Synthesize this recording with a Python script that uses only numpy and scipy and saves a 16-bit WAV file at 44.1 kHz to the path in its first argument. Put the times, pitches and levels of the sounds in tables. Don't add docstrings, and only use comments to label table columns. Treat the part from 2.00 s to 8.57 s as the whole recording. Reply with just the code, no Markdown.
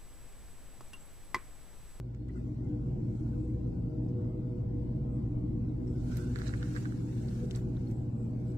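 import sys
import numpy as np
from scipy import signal
from scipy.io import wavfile
from scipy.ndimage import uniform_filter1d

SR = 44100
rng = np.random.default_rng(int(sys.argv[2]) if len(sys.argv) > 2 else 0)


def wav_out(sig):
    wavfile.write(sys.argv[1], SR, np.round(np.clip(np.atleast_2d(sig).T, -1, 1) * 32767).astype(np.int16))


def gain_from_db(level_db):
    decades = np.asarray(level_db, float) / 20
    return 10 ** decades


N = 289869


def evened(x):
    return x / np.sqrt(np.mean(x ** 2) + 1e-20)


def peaked(x):
    return x / abs(x).max(axis=1, keepdims=True)


def read(points, hz):
    f, value = np.transpose(points)
    return np.interp(np.log(hz + 1), np.log(f + 1), value)


def curve(rows, t):
    return np.interp(t, np.array(rows)[:, 0], np.array(rows)[:, 1])


def drift(top_hz):
    r = np.exp(-2 * np.pi * top_hz / SR)
    return evened(signal.lfilter([1], [1, -2 * r, r * r], rng.standard_normal(N)))


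def resonate(x, hz, width):
    turn = np.exp(2j * np.pi * np.cumsum(hz * np.ones(x.shape[-1])) / SR)
    r = np.exp(-np.pi * width / SR)
    return 2 * (turn * signal.lfilter([1 - r], [1, -r], x / turn)).real


def resonate_twice(x, hz, width, second_width):
    return resonate(resonate(x, hz, width), hz, second_width)


def sides(db):
    return gain_from_db(np.array([[min(db, 0)], [min(-db, 0)]]))


def add(mix, s, sound):
    part = mix[:, round(s * SR):][:, :sound.shape[1]]
    part += sound[:, :part.shape[1]]


# frequency in Hz, likeness from -1 to 1.
LIKENESS = [(60, 0.97), (130, 0.97), (290, 0.85), (640, 0.27), (1000, -0.35), (1400, -0.15), (3100, 0.05),
            (15000, 0.043)]
# frequency in Hz, left-right difference in dB.
LEAN = [(60, 1), (180, 0), (550, 2.5), (1650, 2), (4970, 2.5), (15000, 3.5)]


def noise(shape, size, patchy_db, flicker_db):
    hop = size // 4
    frames, hz = N // hop + 5, np.fft.rfftfreq(size, 1 / SR)
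    a, b, c, d, patches = rng.standard_normal((frames, len(hz), 5)).T
    for axis in (0, 1):
        patches = uniform_filter1d(patches, size=9, axis=axis, mode="wrap")
    same = np.clip(read(LIKENESS, hz), -1, 1)[:, None]
    left = a + 1j * b
    right = same * left + np.sqrt(1 - same ** 2) * (c + 1j * d)
    z = np.array([left, right])
    z *= gain_from_db(np.array([.5, -.5])[:, None, None] * read(LEAN, hz)[:, None])
    z *= shape(hz[:, None], (np.arange(frames) * hop / SR)[None])
    z *= gain_from_db(patchy_db * evened(patches) + flicker_db * rng.standard_normal(frames))
    return signal.istft(z, nperseg=size, noverlap=size - hop)[1][:, :N]


# time in seconds, half length in seconds, level in dB.
PUFFS = [
    (0.591, 0.073, -4),
    (1.0, 0.036, 1.5),
    (1.178, 0.011, -11),
    (2.267, 0.024, 2),
    (3.297, .04, -2),
    (5.44, 0.011, 5),
]


def wind_level(t):
    lull_db, rise_s = -9.5, 0.33
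    puffs = sum(db * np.exp(-((t - s) / half) ** 2) for s, half, db in PUFFS)
    return gain_from_db(-36.5 + lull_db * np.exp(-(t / rise_s) ** 2) + puffs)


def sway(s):
    rates = 1.5 * np.geomspace(.1, 1, num=9)[:, None] * rng.uniform(.8, 1.2)
    return evened(np.sin(2 * np.pi * (rates * s + rng.random((9, 1)))).sum(0))


# frequency in Hz, level in dB per Hz.
WALLS = [(15, -46.5), (24, -22.5), (32, -12.5), (45, -14), (70, -10.5), (200, -13.5), (270, -16.5),
         (330, -24), (420, -27.5), (520, -36.5), (700, -76.5)]
# frequency in Hz, width in Hz, level in dB.
HOUSE = [(39.4, 31, -13), (106.4, 13, -2.5), (133.5, 13.5, -3.5), (174.7, 18, -8), (192.2, 6.2, -8),
         (219.1, 9, -8.5), (231.9, 6, -5.5), (240.2, 8, -11), (249.3, 5.35, -3.5), (286, 5.5, -5.5),
         (300, 4.6, -7), (309, 11, -6), (333, 6, -15.5), (353, 6.5, -12.5), (367.1, 5.4, -9.5),
         (381, 3.6, -17.5), (394, 6.7, -24.5), (426.4, 8, -24.5), (477, 7.6, -20), (485.4, 8.8, -14),
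         (509, 21, -30.5), (551, 12, -31), (629, 22, -28), (668, 7, -34.5), (743, 5.4, -32),
         (785, 11, -33.5), (840, 10, -36), (932, 6, -34), (1024, 22, -40)]
# time in seconds, half length in seconds, level in dB.
MOANS = [
    (2.2, 0.34, -0.5),
    (5.4, 0.21, -3),
    (5.046, 0.17, 5),
    (6.19, 0.3, -4.5),
    (1.8, 0.12, -2.5),
]


def house(t):
    pane_hz, swell_db, wander = 300, 1.6, .003

    def shape(hz, s):
        moan = sum(db * np.exp(-((s - at) / half) ** 2) for at, half, db in MOANS)
        reach_hz = np.where(moan < 0, 70, 15)
        power = gain_from_db(2 * read(WALLS, hz))
        for f, width, db in HOUSE:
            level = db + swell_db * sway(s) + moan * (abs(f - pane_hz) < reach_hz)
            centre = f * (1 + wander * sway(s))
            power = power + gain_from_db(2 * level) / (1 + (2 * (hz - centre) / width) ** 4)
        return np.sqrt(power)

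    return wind_level(t) * evened(noise(shape, size=16384, patchy_db=1., flicker_db=.1))


# time in seconds, level in dB.
SETTLING = [
    (0, -6.5),
    (.3, -10),
    (.6, -4),
    (6.57, -3),
]


def settling_db(t):
    return curve(SETTLING, t)


# frequency in Hz, level in dB.
FAN = [
    (120.0, -37),
    (139.2, -50),
    (77.3, -55),
    (366.2, -65),
]
# time in seconds, throb level in dB.
LOAD = [(0.1, -45.5), (0.28, -45), (0.56, -45), (0.9, -41), (1.13, -53), (1.29, -41), (2.09, -44),
        (2.18, -61), (2.54, -45.5), (2.61, -51.5), (2.75, -41), (3.9, -44), (4.63, -41.5), (4.97, -56),
        (5.47, -43), (6.5, -53.5)]


def fan(t):
    hum = sum(gain_from_db(db + 5.57) * np.cos(2 * np.pi * (hz * t + 0.49)) for hz, db in FAN)
    wheel_hz = 57.5 + 2.2 * drift(4.66)
    wheel = np.cos(2 * np.pi * np.cumsum(wheel_hz) / SR + np.pi)
    return hum * gain_from_db(settling_db(t)) + wheel * gain_from_db(curve(LOAD, t) + 3.5)


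# time of the peak in seconds, swell in seconds, fade in seconds,
# rubbing level in dB, level of the brightest part against it in dB.
STROKES = [(0.341, 0.025, 0.66, -80, -15.5), (1.199, 0.16, 0.49, -78, -12), (3.3, 0.27, 0.25, -88.5, -14.5),
           (4.18, 0.13, 0.12, -61.5, -11), (4.46, 0.15, 0.15, -60.5, -15.5),
           (4.641, 0.012, 0.078, -65, -15), (4.77, 0.17, 0.16, -61.5, -12.5),
           (5.12, 0.11, 0.68, -73.5, -10.5), (5.398, 0.54, 0.13, -66, -11),
           (5.563, 0.044, 0.046, -63, -8.5), (5.801, 0.088, 0.13, -74.5, -14),
           (5.904, .05, 0.055, -74.5, -5.5), (6.211, 0.14, 0.34, -83.5, -8.5),
           (6.5, 0.11, 0.11, -75.5, -11)]


def strokes(t, top):
    resting_db, resting_top_db = -89, -7
    power = gain_from_db(2 * (resting_db + top * resting_top_db))
    for s, swell, fade, db, top_db in STROKES:
        length = np.clip(np.where(t < s, swell, fade), .005, 2)
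        power = power + gain_from_db(2 * (db + top * top_db)) * np.exp(-2 * abs(t - s) / length)
    return np.sqrt(power)


# frequency in Hz, level in dB per Hz.
CLOTH = [(590, -37.5), (1000, -15.5), (1080, -21), (1330, -7.5), (1460, -8), (1720, -9.5), (2980, -13.5),
         (3270, -15.5), (4120, -12.5), (4520, -13), (5430, -13.5), (6760, -10), (7670, -17.5),
         (9440, -17.5), (15700, -35)]


def sleeve(t):
    def shape(hz, s):
        bright = gain_from_db(13.5) * strokes(s, 0.98) / strokes(s, 0)
        return gain_from_db(read(CLOTH, hz)) * bright ** np.clip((hz - 8500) / 2500, 0, 1)

    rubbing = evened(noise(shape, size=256, patchy_db=1.56, flicker_db=0.9))
    return gain_from_db(9.5) * strokes(t, 0) * rubbing * sides(-3.07)


# time in seconds, level in dB.
STRAIN = [
    (3.9, -90),
    (3.97, -72),
    (4.09, -70),
    (4.115, -56),
    (4.27, -59),
    (4.33, -66),
    (4.37, -57),
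    (4.5, -62),
    (4.8, -65),
    (5.0, -70),
]


def strain(t):
    slips = rng.standard_normal((2, N)) * gain_from_db(3.5 * drift(40.))
    hz = 1460
    free = evened(resonate_twice(slips, hz, 150, 260))
    damped = evened(resonate_twice(slips, 1.05 * hz, 600, 850))
    grip = np.interp(t, [4.33, 4.37], [0, 1])
    on = np.interp(t, [3.85, 3.95, 4.95, 5.05], [0, 1, 1, 0])
    return gain_from_db(curve(STRAIN, t) + 1.0) * on * ((1 - grip) * free + grip * damped) * sides(-6.5)


def burst(length, lead, snap):
    u = np.arange(-lead, .06, 1 / SR)
    scrape = np.exp(np.where(u < 0, 3 * u / lead, -u / np.clip(length, .0005, .05)))
    arrival = np.array([[.00014], [0]])
    return snap * np.exp(-((u - arrival) / .00003) ** 2) + scrape * rng.standard_normal((2, len(u)))


# time in seconds, left-right difference in dB.
HAND = [
    (0.4, -1),
    (0.7, 0.5),
    (3.88, 9.5),
    (4.1, -3),
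    (4.36, -12),
    (4.5, -8),
    (4.63, -11),
    (4.9, -6),
    (5.55, 2),
    (5.8, 0),
]


def hand_db(s):
    return curve(HAND, s)


# time in seconds, peak in dB, lowest mode in Hz,
# level of the upper modes in dB, length in seconds.
CREAKS = [(4.104, -65, 1300, -10, 0.004), (4.119, -48, 1430, -14, 0.012), (4.233, -61, 1490, -14, 0.01),
          (4.359, -37, 1650, -4, 0.007), (4.388, -47, 1500, 4, 0.0088), (4.418, -38.5, 1500, -7, 0.0029),
          (4.469, -41, 1600, -8, 0.0018), (4.493, -43.5, 1480, -2, 0.0048), (4.507, -47, 1500, -20, 0.005),
          (4.5378, -36, 1560, -22, 0.014), (4.595, -60, 1270, -10, 0.004), (4.629, -39.5, 1530, -14, 0.02),
          (4.751, -47, 1320, -16, 0.008), (4.764, -36, 1580, -9.5, 0.014), (4.855, -39, 1510, -16, 0.0098),
          (4.923, -45, 1430, -16, 0.003)]


def creaks():
    out, lead = np.zeros((2, N)), .009
    opposed = .75
    for s, db, hz, upper_db, length in CREAKS:
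        x = burst(length, lead, 13.)
        low = resonate_twice(x, hz, 470, 950)
        low = np.array([(1 - opposed) * low[0] - opposed * low[1], low[1]])
        high = resonate_twice(x, 3900, 1100, 1600) + .15 * resonate(x, 6500, 2200)
        sound = sides(hand_db(s)) * peaked(low) + gain_from_db(upper_db) * sides(-5) * peaked(high)
        add(out, s - lead, gain_from_db(db + 7.0) * sound)
    return out


# time in seconds, level in dB, frequency in Hz,
# width in Hz, length in seconds.
KNOCKS = [(.293, -70, 1350, 300, .005), (.284, -72, 1100, 400, .004), (.298, -65, 2000, 300, .006),
          (.148, -68, 1500, 900, .002), (.36, -64, 1400, 180, .009), (.373, -64, 1430, 250, .007),
          (.372, -69, 1950, 200, .007), (.39, -71, 1700, 1200, .025), (.31, -72, 1800, 1200, .02),
          (.725, -74, 1520, 300, .015), (.51, -76, 2200, 600, .01), (.665, -76, 2100, 200, .02),
          (1.5, -74, 2100, 500, .01), (.38, -79, 7700, 1500, .03), (1.17, -82, 7900, 1700, .07),
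          (1.338, -70, 1500, 150, .01), (1.45, -81, 7900, 1700, .08), (3.15, -83, 7900, 1200, .06),
          (3.878, -66, 5350, 400, .007), (3.893, -77, 5300, 700, .015), (3.9, -78, 7700, 1200, .04),
          (4.125, -66, 5500, 1200, .02), (4.178, -61, 4100, 700, .008), (4.476, -51, 4200, 2000, .016),
          (4.172, -60, 6000, 6000, .004), (4.12, -63, 3000, 2500, .012), (4.481, -53, 6200, 900, .006),
          (4.629, -50, 1550, 500, .007), (4.769, -50, 1500, 500, .012), (4.859, -54, 1500, 450, .006),
          (4.48, -60, 1600, 900, .012), (4.778, -61, 7500, 900, .014), (5.568, -64, 1300, 500, .008),
          (5.56, -58, 7800, 700, .003), (5.775, -67, 1300, 500, .008), (5.77, -65, 3700, 500, .004),
          (5.875, -67, 4300, 500, .005), (5.97, -79, 7700, 1500, .09), (6.23, -78, 7800, 1500, .06),
          (6.5, -79, 7700, 1500, .05)]


def knocks():
    out = np.zeros((2, N))
    for s, db, hz, width, length in KNOCKS:
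        u = np.arange(-3 * length, 3 * length, 1 / SR)
        rough = evened(resonate_twice(rng.standard_normal((2, len(u))), hz, width, width))
        clear = np.cos(2 * np.pi * (hz * u + rng.random((2, 1))))
        clear = 1.3 * np.exp(-(width / 450) ** 2) * clear
        note = evened((rough + clear) * np.exp(-(u / length) ** 2))
        pan = sides(hand_db(s) * min(1, 2500 / hz))
        add(out, s + u[0], gain_from_db(db) * pan * 2 / 3 * note)
    return out


# time in seconds, peak in dB, centre frequency in Hz,
# left-right difference in dB, length in seconds.
TICKS = [(0.1476, -60.5, 2600, 1, 0.003), (0.1482, -57, 5900, -8, 0.0032), (0.283, -62, 3220, 0, 0.008),
         (0.287, -63, 7600, 0, 0.004), (0.36, -65, 6700, 2, 0.01), (2.086, -62, 5300, 3, 0.02),
         (4.116, -51, 6500, -6, .004), (4.1709, -42, 5000, -13, 0.004), (4.171, -38, 12000, -17, 0.003),
         (4.195, -58, 5000, -4, .002), (4.391, -50, 4500, -9, 0.0034), (4.3891, -49, 12000, -7, .003),
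         (4.43, -52, 6500, -9, 0.002), (4.48, -62, 11000, -8, .01), (4.5385, -59, 4500, -1, .003),
         (4.629, -42.5, 3400, 8, .003), (4.756, -52, 5900, -6, 0.0025), (4.763, -49, 3600, -3, .004),
         (4.856, -56, 3200, 4, .003), (5.286, -48.5, 4200, -3, .004), (5.507, -56, 7000, 3, .002),
         (5.5105, -38, 3300, 6, 0.001), (5.5108, -40, 6800, 7, 0.0015), (5.5156, -45, 5200, 4, 0.0023),
         (5.55, -44, 4000, -5, 0.0092), (5.56, -38, 6500, -12, 0.004), (5.5655, -56, 7500, -4, .002),
         (5.769, -62, 4000, -4, 0.0066), (5.9122, -53, 6000, -4, .004), (5.9123, -54, 12000, -13, .004),
         (6.521, -63, 4970, 2, 0.0065)]


def ticks():
    out, lead = np.zeros((2, N)), .003
    no_lows = signal.butter(3, 1100, "high", fs=SR, output="sos")
    for s, db, hz, pan_db, length in TICKS:
        width = 0.52 * hz
        sound = resonate_twice(burst(length, lead, 6.6), hz, width, 2.1 * width)
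        sound = resonate(signal.sosfilt(no_lows, sound), hz, 1.5 * width)
        add(out, s - lead, gain_from_db(db + 7.5) * sides(pan_db) * peaked(sound))
    return out


# frequency in Hz, level in dB per Hz.
WHINE = [(400, -30), (520, -4), (600, -2.5), (700, -6.5), (780, -4), (950, -9.5), (1180, -13.5),
         (1450, -14.5), (1750, -25.5), (2100, -21.5), (3000, -29), (4000, -67.5)]


def seals(t):
    whine = noise(lambda hz, _: gain_from_db(read(WHINE, hz)), size=2048, patchy_db=2.2, flicker_db=.1)
    return gain_from_db(settling_db(t) - 59.5) * evened(whine)


# frequency in Hz, level in dB per Hz.
HISS = [(1100, -24.5), (1800, -3.5), (2800, -8), (4500, -8), (6700, -15), (7600, -15.5), (8600, -19),
        (10400, -23), (15700, -22.5)]


def microphone_hiss():
    hiss = noise(lambda hz, _: gain_from_db(read(HISS, hz)), size=1024, patchy_db=2., flicker_db=.4)
    return gain_from_db(-75.5) * evened(hiss)


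def scene():
    t = np.arange(N) / SR
    hand = sleeve(t) + strain(t) + creaks() + knocks() + ticks()
    return house(t) + fan(t) + hand + seals(t) + microphone_hiss()


def sudden(x, frames):
    no_lows = signal.butter(4, 2500, "high", fs=SR, output="sos")
    treble = abs(signal.sosfilt(no_lows, x)).max(0)
    snaps = uniform_filter1d(treble, size=60) > 2.6 * uniform_filter1d(treble, size=2500)
    near = uniform_filter1d(1. * snaps, size=1600)
    return np.interp(np.arange(frames) * 512, np.arange(x.shape[1]), near) > 1e-4


# frequency in Hz, gain in dB.
PORT = [(1000, .1), (6000, .1), (6700, -5), (7150, 1), (7700, 5.5), (8600, .1), (10500, .1), (13000, 4),
        (16000, 7)]


def phone(x):
    band_hz, spread_db, bar_db, mask_db = 260, 2.0, 0.86, -31.5
    from_hz, to_hz, fill_db = 1000, 9300, 7.0
    hz, _, z = signal.stft(x, SR, nperseg=2048, noverlap=1536)
    z = z * (gain_from_db(read(PORT, hz)) * (hz < 15780))[:, None]
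    line = abs(z) ** 2
    power = uniform_filter1d(line.mean(0), size=41, axis=0)
    below = uniform_filter1d(line.mean(0), size=11, axis=0)[np.arange(len(hz)) // 2]
    chance = rng.standard_normal((z.shape[2], 128))
    chance = evened(uniform_filter1d(chance, size=7, axis=0, mode="wrap")).T
    hz = hz[:, None]
    bar = power * gain_from_db(2 * bar_db) + below * gain_from_db(2 * mask_db)
    bar = bar * gain_from_db(2 * spread_db * chance[(hz[:, 0] / band_hz).astype(int)])
    bar = bar * np.clip(hz / from_hz - 1, 0, 1)
    thinned = 1 / (1 + (bar / (line + 1e-20)) ** 5)
    kept = np.where(sudden(x, z.shape[2]), gain_from_db(-3.5 * (hz > 2300)), thinned)
    even_top = gain_from_db(-fill_db * (hz > to_hz))
    z = z * np.where((hz > from_hz) & (hz < to_hz), kept, even_top)
    return signal.istft(z, SR, nperseg=2048, noverlap=1536)[1]


def roll_off(x):
    return signal.sosfilt(signal.butter(12, 15810, fs=SR, output="sos"), x)


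def record(dry):
    padded = np.pad(dry, ((0, 0), (2048, 2048)), "reflect")
    mix = phone(padded)[:, 2048:N + 2048]
    return roll_off(mix)


dry = scene()
out = record(dry)
wav_out(out)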